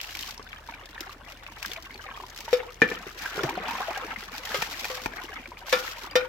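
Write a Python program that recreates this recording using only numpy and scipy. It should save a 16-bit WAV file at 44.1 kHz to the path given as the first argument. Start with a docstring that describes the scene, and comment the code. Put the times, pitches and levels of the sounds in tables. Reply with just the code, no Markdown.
"""Water splashes over a bicycle in a yard, spatters on the frame and drips into puddles on the concrete.
It is soapy water, scooped from a plastic bucket with a steel can and thrown. The can clanks, knocks
the bucket and gurgles full, and a scrubbing brush tumbles out with the water. A motor hums far away.
The water sounds through ringing air bubbles and the ticks of bursting drops; can, bucket and brush
ring with their own fading tones when they are struck."""
import sys
import numpy as np
from scipy import signal
from scipy.fft import rfft, irfft, next_fast_len
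from scipy.io import wavfile
from scipy.ndimage import map_coordinates

SR = 44100
rng = np.random.default_rng(int(sys.argv[2]) if len(sys.argv) > 2 else 0)


def persist_wave(psi):
    """Save psi, clipped to +-1, as 16-bit WAV."""
    counts = np.round(np.clip(psi, -1, 1) * 32767).astype(np.int16)
    wavfile.write(sys.argv[1], SR, np.atleast_2d(counts).T)


N = 276948


def amp(db):
    """Turn decibels into a gain."""
    return 10 ** (np.asarray(db) / 20)


def unit(x):
    """Scale a sound to an average (rms) level of 1."""
    return x / np.sqrt(np.mean(x ** 2) + 1e-20)


def along(points, hz):
    """Read between (pitch, value) points, with every octave equally wide."""
    pitches, values = np.transpose(points)
    return np.interp(np.log(hz + 1), np.log(pitches), values)


def wobble(rate, size=N):
    """A smooth curve through rate random values a second."""
    points = rng.standard_normal(int(size * rate / SR) + 4)
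    return map_coordinates(points, [np.arange(size) * rate / SR])


def noise(colour, size, width):
    """Stereo noise: colour sets the level at each pitch, width how much left and right differ."""
    m = next_fast_len(size)
    gain = amp(along(colour, np.fft.rfftfreq(m, 1 / SR)))
    pair = irfft(rfft(rng.standard_normal((2, m))) * gain, m)[:, :size]
    mid = pair.mean(axis=0)
    return unit(mid + width * (pair - mid))


def add(track, s, sound):
    """Mix a short sound into the track at s seconds."""
    start = max(round(s * SR), 0)
    part = track[:, start:start + sound.shape[-1]]
    part += sound[..., :part.shape[-1]]


# two shared noise colours, bright spray and a dull thud: (pitch [Hz], level [dB])
SPRAY_COLOUR = [(60, -50), (300, -72), (1500, 0), (3000, 6), (5500, 5), (7500, -3.5), (9700, -13.5),
                (12500, -2.5), (16000, -10.5)]
THUD_COLOUR = [(35, -41), (200, 5.5), (700, 1), (1900, -5.5), (3200, -18), (6000, -14.5), (9500, -37),
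               (16000, -41)]
def burst(colour, fade_s):
    """A puff of noise. Here and below, a fade time is how long a sound takes to drop 60 dB."""
    t = np.arange(SR // 2) / SR
    return noise(colour, len(t), width=0.84) * amp(-60 * t / fade_s) * (1 - np.exp(-t / 0.00029))


def ring(tones, attack_s, spread, glide=0, settle_s=0.0362, waver=0):
    """A struck object's fading tones: glide bends them, waver smears them, spread widens the stereo."""
    t = np.arange(SR // 2) / SR
    hz, db, fade_s = np.transpose(tones)[:, :, None]
    bent_time = t + glide * (t - settle_s * (1 - np.exp(-t / settle_s)))
    slosh = waver * np.array([wobble(86.6, size=len(t)) for _ in hz])
    phase = spread * rng.standard_normal((2, len(hz), 1))
    level = amp(db + rng.standard_normal(hz.shape) - 60 * t / fade_s)
    waves = level * np.sin(2 * np.pi * (hz * bent_time + slosh) + phase)
    return waves.sum(axis=1) * (1 - np.exp(-t / attack_s))


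def bubbles(times, hz, gain, cycles, rise, size, life_scatter=0.89):
    """Each bubble rings for about cycles swings, mostly rising in pitch, and ends after size samples."""
    t = np.arange(size) / SR
    life, climb, delay, pan = rng.standard_normal((len(times), 4)).T[:, :, None]
    hz = hz[:, None]
    age = t * hz / cycles * np.exp(life_scatter * life)  # 1 when it has faded by 60 dB
    phase = hz * t * (1 + rise * np.minimum(age, 1) * (1 + 0.99 * climb) / 2)
    envelope = amp(-60 * age) * (1 - np.exp(-2 * abs(phase))) * (1 - t * SR / size)
    wave = gain[:, None] * envelope * np.sin(2 * np.pi * phase)
    ears = []
    for side in (1, -1):
        start = np.maximum(times[:, None] * SR + side * 3 * delay, 0).astype(int)
        heard = wave * amp(side * 2 * pan * np.minimum(hz / 1500, 1))  # low notes stay near the middle
        ears.append(np.bincount((start + np.arange(size)).ravel(), heard.ravel(), N)[:N])
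    return np.array(ears)


def swarm(per_s, centre_hz, octaves, cycles, scatter_db, rise, size, per_drip=1):
    """A stream of random bubbles; those of one drip come close together and are equally strong."""
    drips = np.repeat(rng.random((int(per_s * N / SR / per_drip), 2)), per_drip, axis=0)
    chance = rng.random((len(drips), 3))
    times = drips[:, 0] * N / SR - 0.008 * np.log(1 - chance[:, 0])  # about 8 ms after the drip
    hz = centre_hz * 2 ** (octaves * (chance[:, 1] + chance[:, 2] - 1))
    return unit(bubbles(times, hz, amp(-scatter_db * drips[:, 1]), cycles, rise, size))


# the motor's tones: (pitch [Hz], level [dB], waver [cycles])
MOTOR_TONES = [(39, -55, 0.032), (68.8, -60.5, 0.44), (77.3, -71, 0.33), (116, -65.5, 0.18)]
# the soft rush of open air: (pitch [Hz], level [dB])
AIR_COLOUR = [(20, -18), (50, -12), (70, 3), (130, -2.5), (300, -8.5), (1000, -5.5), (3000, -30.5),
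              (9000, -30), (16000, -38)]
def motor_and_air():
    """A far motor drones, slightly unsteady, under the open air."""
    t = np.arange(N) / SR
    hum = np.zeros(N)
    for hz, db, waver in MOTOR_TONES:
        gain = amp(db + 0.37 * wobble(4.1))
        hum += gain * unit(np.sin(2 * np.pi * (hz * t + waver * wobble(11))))
    return hum + amp(-54.5) * noise(AIR_COLOUR, N, width=0.87)


# how long the yard echoes: (pitch [Hz], fade time [s])
ECHO_FADES = [(150, 0.56), (1500, 0.39), (5000, 0.19), (14000, 0.29)]
def yard_echo(sound):
    """Concrete and house walls throw back a short, blurred echo."""
    hz, t, spectrum = signal.stft(rng.standard_normal((2, SR // 2)), SR, nperseg=256)
    tail = signal.istft(spectrum * amp(-60 * t / along(ECHO_FADES, hz)[:, None]), SR, nperseg=256)[1]
    tail = np.pad(tail / np.linalg.norm(tail[0]), ((0, 0), (220, 0)))  # arrives 5 ms late
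    return signal.fftconvolve(sound, tail, axes=1)[:, :N]


# the brush hits the bicycle's fork, then the concrete: (time [s], level [dB], brightness [dB/octave])
BRUSH_BOUNCES = [(4.62, -27, 7), (4.624, -20.5, -0.5), (4.844, -28, 3.5), (4.852, -27.5, 3),
                 (5.059, -20.5, -3.5), (5.062, -30, -7)]
# its plastic body: (pitch [Hz], level [dB], fade time [s])
BRUSH_TONES = [(212, -3.5, 0.017), (496, -4, 0.024), (846, 17, 0.0078), (1390, 2.5, 0.018),
               (1830, -1, 0.033), (2440, 11, 0.013), (3420, -17, 0.033)]
def brush():
    """The light brush clacks with almost no ring."""
    out = np.zeros((2, N))
    hz, db, fade_s = np.transpose(BRUSH_TONES)
    for s, level, brightness in BRUSH_BOUNCES:
        tones = np.transpose([hz, db + brightness * np.log2(hz / 1400), fade_s])
        clack = ring(tones, attack_s=0.0018, spread=1)
        tick = amp(brightness - 5) * burst(SPRAY_COLOUR, fade_s=0.038)
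        add(out, s, amp(level) * (clack + tick))
    return out


# the can knocks the bucket: (time [s], level [dB])
BUCKET_KNOCKS = [(2.8177, -12.5), (2.836, -27.5), (2.857, -36), (2.914, -32.5)]
# the full plastic bucket: (pitch [Hz], level [dB], fade time [s])
BUCKET_TONES = [(172, -13.5, 0.09), (242, -4, 0.09), (290, -5, 0.062), (461, 1, 0.073), (1240, -0.5, 0.02),
                (1540, -2, 0.048), (1670, 2, 0.04), (1767, 5.5, 0.062), (2250, -12, .07), (2385, 1, 0.062)]
# the can's rim scuffs along it: (pitch [Hz], level [dB])
SCUFF_COLOUR = [(60, -12), (200, 8), (450, -1), (640, -6), (1200, -12), (1760, 11.5), (2050, 0), (2430, -3),
                (3100, -4), (16000, -66)]
def bucket():
    """Steel against thick plastic: a hollow clunk, roughened as the rim scuffs along."""
    out = np.zeros((2, N))
    for s, db in BUCKET_KNOCKS:
        clunk = ring(BUCKET_TONES, attack_s=0.0016, spread=0.36)
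        scuff = burst(THUD_COLOUR, fade_s=0.041) + burst(SCUFF_COLOUR, fade_s=0.12)
        add(out, s, amp(db) * (clunk + amp(-4) * scuff))
    return out


# the steel can clanks, knocked by the bucket, the brush or its wire handle:
# (time [s], base level [dB], base damping [factor], wall level [dB], favoured wall pitch [Hz],
# wall tuning [factor], wall glide [fraction], base start/end pitch [ratio])
CAN_CLANKS = [(2.529, -9, 1.04, -27.5, 4400, 0.97, 0.004, 0.95),
              (2.819, -31.5, 0.35, -34.5, 1750, 1, 0.014, 0.95),
              (4.5433, -17, 2.7, -28.5, 2100, 0.9, 0.063, 1.083),
              (4.899, -37, 0.23, -36, 2400, 0.84, 0.037, 1.08),
              (5.726, -14, 0.86, -19.5, 2000, .965, 0.12, 1.032),
              (6.1546, -15.5, 0.54, -21, 2950, 1, 0.111, 1)]
# the can's flat base and thin wall: (pitch [Hz], level [dB], fade time [s])
BASE_TONES = [(505, 3.5, 0.12), (504, 3, 0.047), (604, -24, 0.13)]
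WALL_TONES = [(775, -8, 0.25), (975, -9, 0.22), (1160, -8, 0.23), (1290, -5, 0.27), (1380, -4, 0.29),
              (1770, -3.5, 0.16), (2200, -13, 0.18), (2350, -3, 0.14), (2490, -3, 0.12), (2590, -9, 0.12),
              (2840, -19, .15), (3030, -8, 0.14), (3570, -1, 0.095), (3800, -1, 0.1), (4050, -9, 0.12),
              (4610, -5, .09), (4960, -4, 0.12), (5550, 0, 0.08)]
# the noise of the strike: (pitch [Hz], level [dB])
CLATTER_COLOUR = [(40, -39), (150, -9), (400, 3), (1300, 5), (2600, 2.5), (4000, -2.5), (6000, -5.5),
                  (9500, -22), (13000, -13.5), (16000, -25)]
def can():
    """The base booms, damped by hand and water; the wall's tones slide as water runs off it."""
    out = np.zeros((2, N))
    hz, db, fade_s = np.transpose(WALL_TONES)
    for s, base_db, damping, wall_db, favoured_hz, tuning, glide, bend in CAN_CLANKS:
        base = np.divide(BASE_TONES, [1 / bend, 1, damping])
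        boom = ring(base, attack_s=0.0041, spread=0.088, glide=1 / bend - 1, settle_s=0.011)
        wall = np.transpose([hz * tuning, db - 3 * np.log2(hz / favoured_hz) ** 2, fade_s])
        slide = glide * np.minimum(1410 / hz[:, None], 1) ** 0.76  # water bends the low tones most
        clang = ring(wall, attack_s=0.0058, spread=1.11, glide=slide, settle_s=0.076, waver=1.6 * glide)
        clatter = burst(CLATTER_COLOUR, fade_s=0.079)
        add(out, s, amp(base_db - 3) * boom + amp(wall_db + 1) * clang + amp(wall_db + 5) * clatter)
    return out


# water rushes into the sunken can: (time [s], length [s], level [dB], first pitch [Hz], last pitch [Hz])
CAN_GULPS = [(3.209, 0.19, -31.5, 1620, 1480), (3.388, 0.046, -30, 378, 523),
             (3.437, 0.075, -25.5, 564, 985), (3.459, 0.16, -38.5, 282, 440),
             (3.626, 0.15, -30.5, 675, 1110), (3.798, 0.026, -25.5, 940, 1100),
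             (3.886, 0.034, -27.5, 616, 880), (3.998, 0.049, -32, 990, 1150)]
# the froth as it fills: (time [s], level [dB])
FROTH_LEVELS = [(3.3, -42.5), (3.42, -43.5), (3.55, -44), (3.69, -36), (3.82, -45), (4.1, -47)]
def scoop():
    """The can fills in gulps: chains of bubbles slide in pitch as the air space changes, amid froth."""
    out = np.zeros((2, N))
    for s, length, db, first_hz, last_hz in CAN_GULPS:
        count = int(280 * length) + 1  # 280 bubbles a second
        chance = rng.standard_normal((count, 2))
        progress = (np.arange(count) + rng.random(count)) / count
        hz = first_hz * (last_hz / first_hz) ** progress * 2 ** (0.075 * chance[:, 0])
        gain = amp(db - 1 + 2.3 * chance[:, 1])
        out += bubbles(s + length * progress, hz, gain, cycles=20, rise=.08, size=3000, life_scatter=.27)
    froth_db = np.interp(np.arange(N) / SR, *np.transpose(FROTH_LEVELS), left=-120, right=-120)
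    froth = swarm(per_s=3200, centre_hz=1753, octaves=1.38, cycles=23, scatter_db=21, rise=.08, size=500)
    return out + amp(froth_db) * froth


# big air pockets under the water: (time [s], level [dB], pitch [Hz])
AIR_POCKETS = [(.395, -33, 385), (1.008, -32.5, 328), (2.916, -23, 376), (3.067, -28.5, 356),
               (3.378, -21, 414), (3.408, -24, 460), (3.435, -16.5, 327), (3.44, -20.5, 136),
               (3.494, -29, 405), (3.57, -31, 192), (3.757, -36, 243), (3.802, -30, 395), (3.905, -30, 362),
               (4.585, -34, 142), (5.241, -32, 330), (5.396, -35.5, 249)]
def glugs():
    """Trapped air rises in large, low bubbles that break with a dull slap."""
    times, db, hz = np.transpose(AIR_POCKETS)
    out = bubbles(times, hz, amp(db + 1), cycles=13.6, rise=0.22, size=6000, life_scatter=0.041)
    for s, level in zip(times, db):
        add(out, s, amp(level - 9) * burst(THUD_COLOUR, fade_s=0.097))
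    return out


# the hardest drops on frame, tyre and can: (time [s], level [dB])
HARD_DROPS = [(.0134, -27.5), (.1075, -35), (.1516, -30), (.17, -31), (.191, -29), (.2092, -32),
              (.226, -30), (.2445, -36), (.2628, -41), (.2913, -34.5), (.3087, -35.5), (.857, -39),
              (1.0062, -26.5), (1.3214, -40), (1.6277, -29), (1.6591, -25.5), (1.7181, -33.5),
              (1.7334, -29), (1.824, -42), (2.174, -44.5), (2.3617, -35), (2.3752, -33), (2.3871, -34),
              (2.4056, -31.5), (2.9555, -40.5), (3.434, -28.5), (3.683, -37), (3.709, -31), (3.9754, -30),
              (4.3804, -29), (4.454, -29.5), (4.729, -33), (4.883, -33), (5.236, -35), (6.0345, -35)]
def drops():
    """Drops burst with a tick and a puff of spray; light, random ones also trap a tiny ringing bubble."""
    chance = rng.random((int(11 * N / SR), 3))  # 11 light drops a second
    times = chance[:, 0] * N / SR
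    levels = -50 + 9 * (2 * chance[:, 1] - 1)
    bubble_hz = 4770 * 2 ** (chance[:, 2] - .5)
    out = bubbles(times, bubble_hz, amp(levels + 6), cycles=44, rise=.1, size=800)
    for s, db in [*HARD_DROPS, *zip(times, levels)]:
        tick = burst(SPRAY_COLOUR, fade_s=0.009)
        puff = burst(SPRAY_COLOUR, fade_s=0.031)
        add(out, s, amp(db + 1) * tick + amp(db - 0.5) * puff)
    return out


# the loudest plops in puddle and bucket: (time [s], level [dB], pitch [Hz])
LOUD_PLOPS = [(.002, -25, 2860), (.043, -25.5, 2620), (.09, -36, 1650), (0.093, -33, 2830),
              (.151, -24, 2230), (.192, -26, 3510), (0.2325, -26.5, 2980), (.285, -33, 1130),
              (0.378, -30.5, 5450), (.395, -32, 1090), (.427, -34.5, 5170), (0.53, -26, 2270),
              (.688, -26.5, 944), (0.739, -28, 2380), (0.979, -26.5, 1840), (1.094, -31, 1130),
              (1.465, -25.5, 2430), (1.627, -22, 2490), (1.649, -19.5, 1693), (1.716, -21.5, 3370),
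              (1.762, -27, 2340), (1.824, -34.5, 5200), (1.907, -31, 2040), (1.957, -34, 2350),
              (2.021, -38.5, 5600), (2.069, -33, 2350), (2.088, -30, 1110), (2.102, -34, 2380),
              (2.1735, -29, 1160), (2.201, -28.5, 1027), (2.236, -29, 976), (2.48, -25, 895),
              (2.603, -27, 2230), (2.63, -29.5, 863), (2.888, -24, 2310), (3.259, -19, 1580),
              (3.392, -19, 1360), (3.434, -20.5, 1820), (3.492, -22, 2280), (3.576, -20, 724),
              (3.682, -23.5, 890), (3.7082, -21, 930), (3.752, -22, 1043), (3.802, -23.5, 727),
              (3.829, -23, 1600), (3.882, -23, 645), (3.972, -25, 756), (4.161, -22.5, 2020),
              (4.518, -22, 1620), (5.169, -26, 1800), (5.37, -28, 2110), (5.457, -27.5, 2240),
              (5.518, -30.5, 980), (5.571, -31.5, 2220), (5.878, -23, 1800), (5.986, -35, 980),
              (6.043, -29.5, 940), (6.113, -37, 2200), (6.248, -35, 2260), (6.251, -31, 960)]
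# a plop's wet slap: (pitch [multiple of the plop's pitch], level [dB])
SLAP_COLOUR = [(.2, -18), (.7, 8), (1.6, -2), (3, -29), (8, -36.5)]
def plops():
    """A falling blob slaps the surface, traps one main bubble and sheds smaller ones just after."""
    times, db, hz = np.transpose(LOUD_PLOPS)
    out = bubbles(times, hz, amp(db - 1), cycles=52, rise=0.2, size=3000, life_scatter=0.14)
    shed_count = 6
    chance = rng.random((len(times) * shed_count, 2))
    shed_times = np.repeat(times, shed_count) + 0.02 * chance[:, 0]
    shed_hz = 1700 * 2 ** (2.12 * (chance[:, 1] - .5))
    shed_gain = np.repeat(amp(db - 11), shed_count)
    out += bubbles(shed_times, shed_hz, shed_gain, cycles=6.8, rise=0.051, size=1200)
    for s, level, pitch in LOUD_PLOPS:
        add(out, s, amp(level - 10) * burst(np.multiply(SLAP_COLOUR, [pitch, 1]), fade_s=0.029))
        add(out, s, amp(level - 26) * burst(SPRAY_COLOUR, fade_s=0.037))
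    return out


def spray(level_db):
    """Bursting droplets: a strong throw merges them into a hiss, a weak one leaves single ticks."""
    density = np.minimum(amp(level_db + 46), 1)
    lands = rng.random(N) < 600 * density / SR  # up to 600 droplets a second
    droplets = lands * amp(-26 * rng.random(N)) / np.sqrt(density)
    crackle = unit(signal.lfilter([1], [1, -np.exp(-1 / (0.0032 * SR))], droplets))
    envelope = crackle + 0.88 * np.sqrt(density)
    return amp(level_db + 6.5) * unit(envelope * noise(SPRAY_COLOUR, N, width=1))


def flow(splashes, runoff_db, dripping_db, runoff_s=0.36, fall_db_per_s=175):
    """Loudness in dB: each splash swells, holds and dies, then drains off into a steady dripping."""
    t = np.arange(N) / SR
    power = np.zeros(N)
    attack_s = 0.017
    for s, length, db in splashes:
        swell_s = attack_s + 0.29 * length  # longer splashes swell more slowly
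        swell = np.clip(.5 + (t - s - attack_s / 2) / swell_s, 0, 1)
        power += (swell * amp(db - fall_db_per_s * np.maximum(t - s - length, 0))) ** 2
    keep = np.exp(-1 / (runoff_s * SR))
    runoff = signal.lfilter([1 - keep], [1, -keep], power)
    return 10 * np.log10(power + amp(runoff_db) ** 2 * runoff + amp(dripping_db) ** 2)


# water lands on bicycle, ground or bucket: (time [s], length [s], spray level [dB], bubble level [dB])
WATER_LANDINGS = [(-0.03, 0.34, -51.5, -69), (0.491, 0.056, -61.5, -45.5), (0.673, 0.036, -59, -45),
                  (0.955, 0.019, -63, -45), (1.074, 0.06, -60, -48.5), (1.258, 0.035, -57, -42),
                  (1.586, 0.13, -54.5, -49), (2.024, 0.046, -72, -45.5), (2.338, 0.2, -54.5, -99),
                  (2.46, 0.2, -57, -47), (2.674, 0.16, -68, -52), (2.864, 0.072, -55.5, -40.5),
                  (2.975, 0.18, -58.5, -50), (3.152, 0.14, -50.5, -49.5), (3.309, 0.19, -52.5, -40),
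                  (3.622, 0.21, -51, -36.5), (3.84, 0.18, -55.5, -43), (4.022, 0.069, -54.5, -40.5),
                  (4.17, 0.039, -49, -41.5), (4.305, 0.063, -52, -44.5), (4.422, 0.24, -47.5, -40),
                  (4.628, 0.39, -49, -47), (5.115, 0.14, -59, -45), (5.33, 0.061, -62, -50.5),
                  (5.654, 0.052, -47, -42), (5.702, 0.21, -47.5, -43.5), (5.952, 0.046, -52, -80),
                  (6.17, 0.045, -55, -41)]
def water():
    """Thrown water lands in uneven gushes: deep gurgles, puddle bubbles, pattering drops and spray."""
    times, lengths, spray_levels, bubble_levels = np.transpose(WATER_LANDINGS)
    spray_db = flow(zip(times, lengths, spray_levels), runoff_db=-18.5, dripping_db=-60.5)
    bubble_db = flow(zip(times, lengths, bubble_levels), runoff_db=-4.5, dripping_db=-51)
    gush_db = 2.2 * np.tanh(wobble(22))
    deep = swarm(per_s=300, centre_hz=504.5, octaves=1.67, cycles=20.6,
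                 scatter_db=34.5, rise=0.17, size=2400)
    gurgle = amp(bubble_db - 8.5 + gush_db) * deep
    # a trickle rings as separate bubbles; a hard throw slaps the surface in countless short pops
    hardness = np.clip((spray_db + 60) / 22, 0, .85)
    trickle = swarm(per_s=850, centre_hz=1720, octaves=1.466, cycles=23.7,
                    scatter_db=31, rise=0.21, size=1200, per_drip=7)
    slaps = swarm(per_s=2400, centre_hz=1553, octaves=1.627, cycles=18,
                  scatter_db=38, rise=0.061, size=500, per_drip=4)
    puddle = amp(bubble_db + gush_db) * (np.sqrt(1 - hardness) * trickle + np.sqrt(hardness) * slaps)
    # small drops follow both the puddles and the spray
    beads = swarm(per_s=600, centre_hz=2300, octaves=.8, cycles=26, scatter_db=26, rise=.08, size=600)
    patter = amp((bubble_db + spray_db) / 2 + gush_db - 1) * beads
    return gurgle + puddle + patter + spray(spray_db + gush_db / 2)


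def scene():
    """Water and knocks echo in the yard, over the far motor and the open air."""
    wet = water() + scoop() + plops() + glugs() + drops()
    hits = can() + bucket() + brush()
    return wet + hits + yard_echo(amp(-17.5) * wet + amp(-13.5) * hits) + motor_and_air()


# the two microphones differ in tone: (pitch [Hz], left minus right [dB])
MIC_BALANCE = [(120, 0.3), (280, -2), (550, 6), (1000, -1.5), (2000, 4), (4000, 0.9), (8000, 1.5),
               (13000, -3)]
# being close together, they share their bass: (pitch [Hz], stereo width [dB])
MIC_WIDTH = [(100, -15), (400, -7.5), (1200, 0)]
def record(dry):
    """A phone's two microphones colour the sound and lose the deepest rumble and the highest treble."""
    m = next_fast_len(N + SR // 4)
    hz = np.fft.rfftfreq(m, 1 / SR)
    low_cut = signal.butter(4, 31, "highpass", fs=SR, output="sos")
    pair = rfft(signal.sosfilt(low_cut, dry), m)
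    mid = pair.mean(axis=0)
    narrowed = mid + amp(along(MIC_WIDTH, hz)) * (pair - mid)
    balance = amp(np.outer([.5, -.5], along(MIC_BALANCE, hz)))
    return irfft(narrowed * balance * (hz < 16200), m)[:, :N]


dry = scene()
out = record(dry)
persist_wave(out)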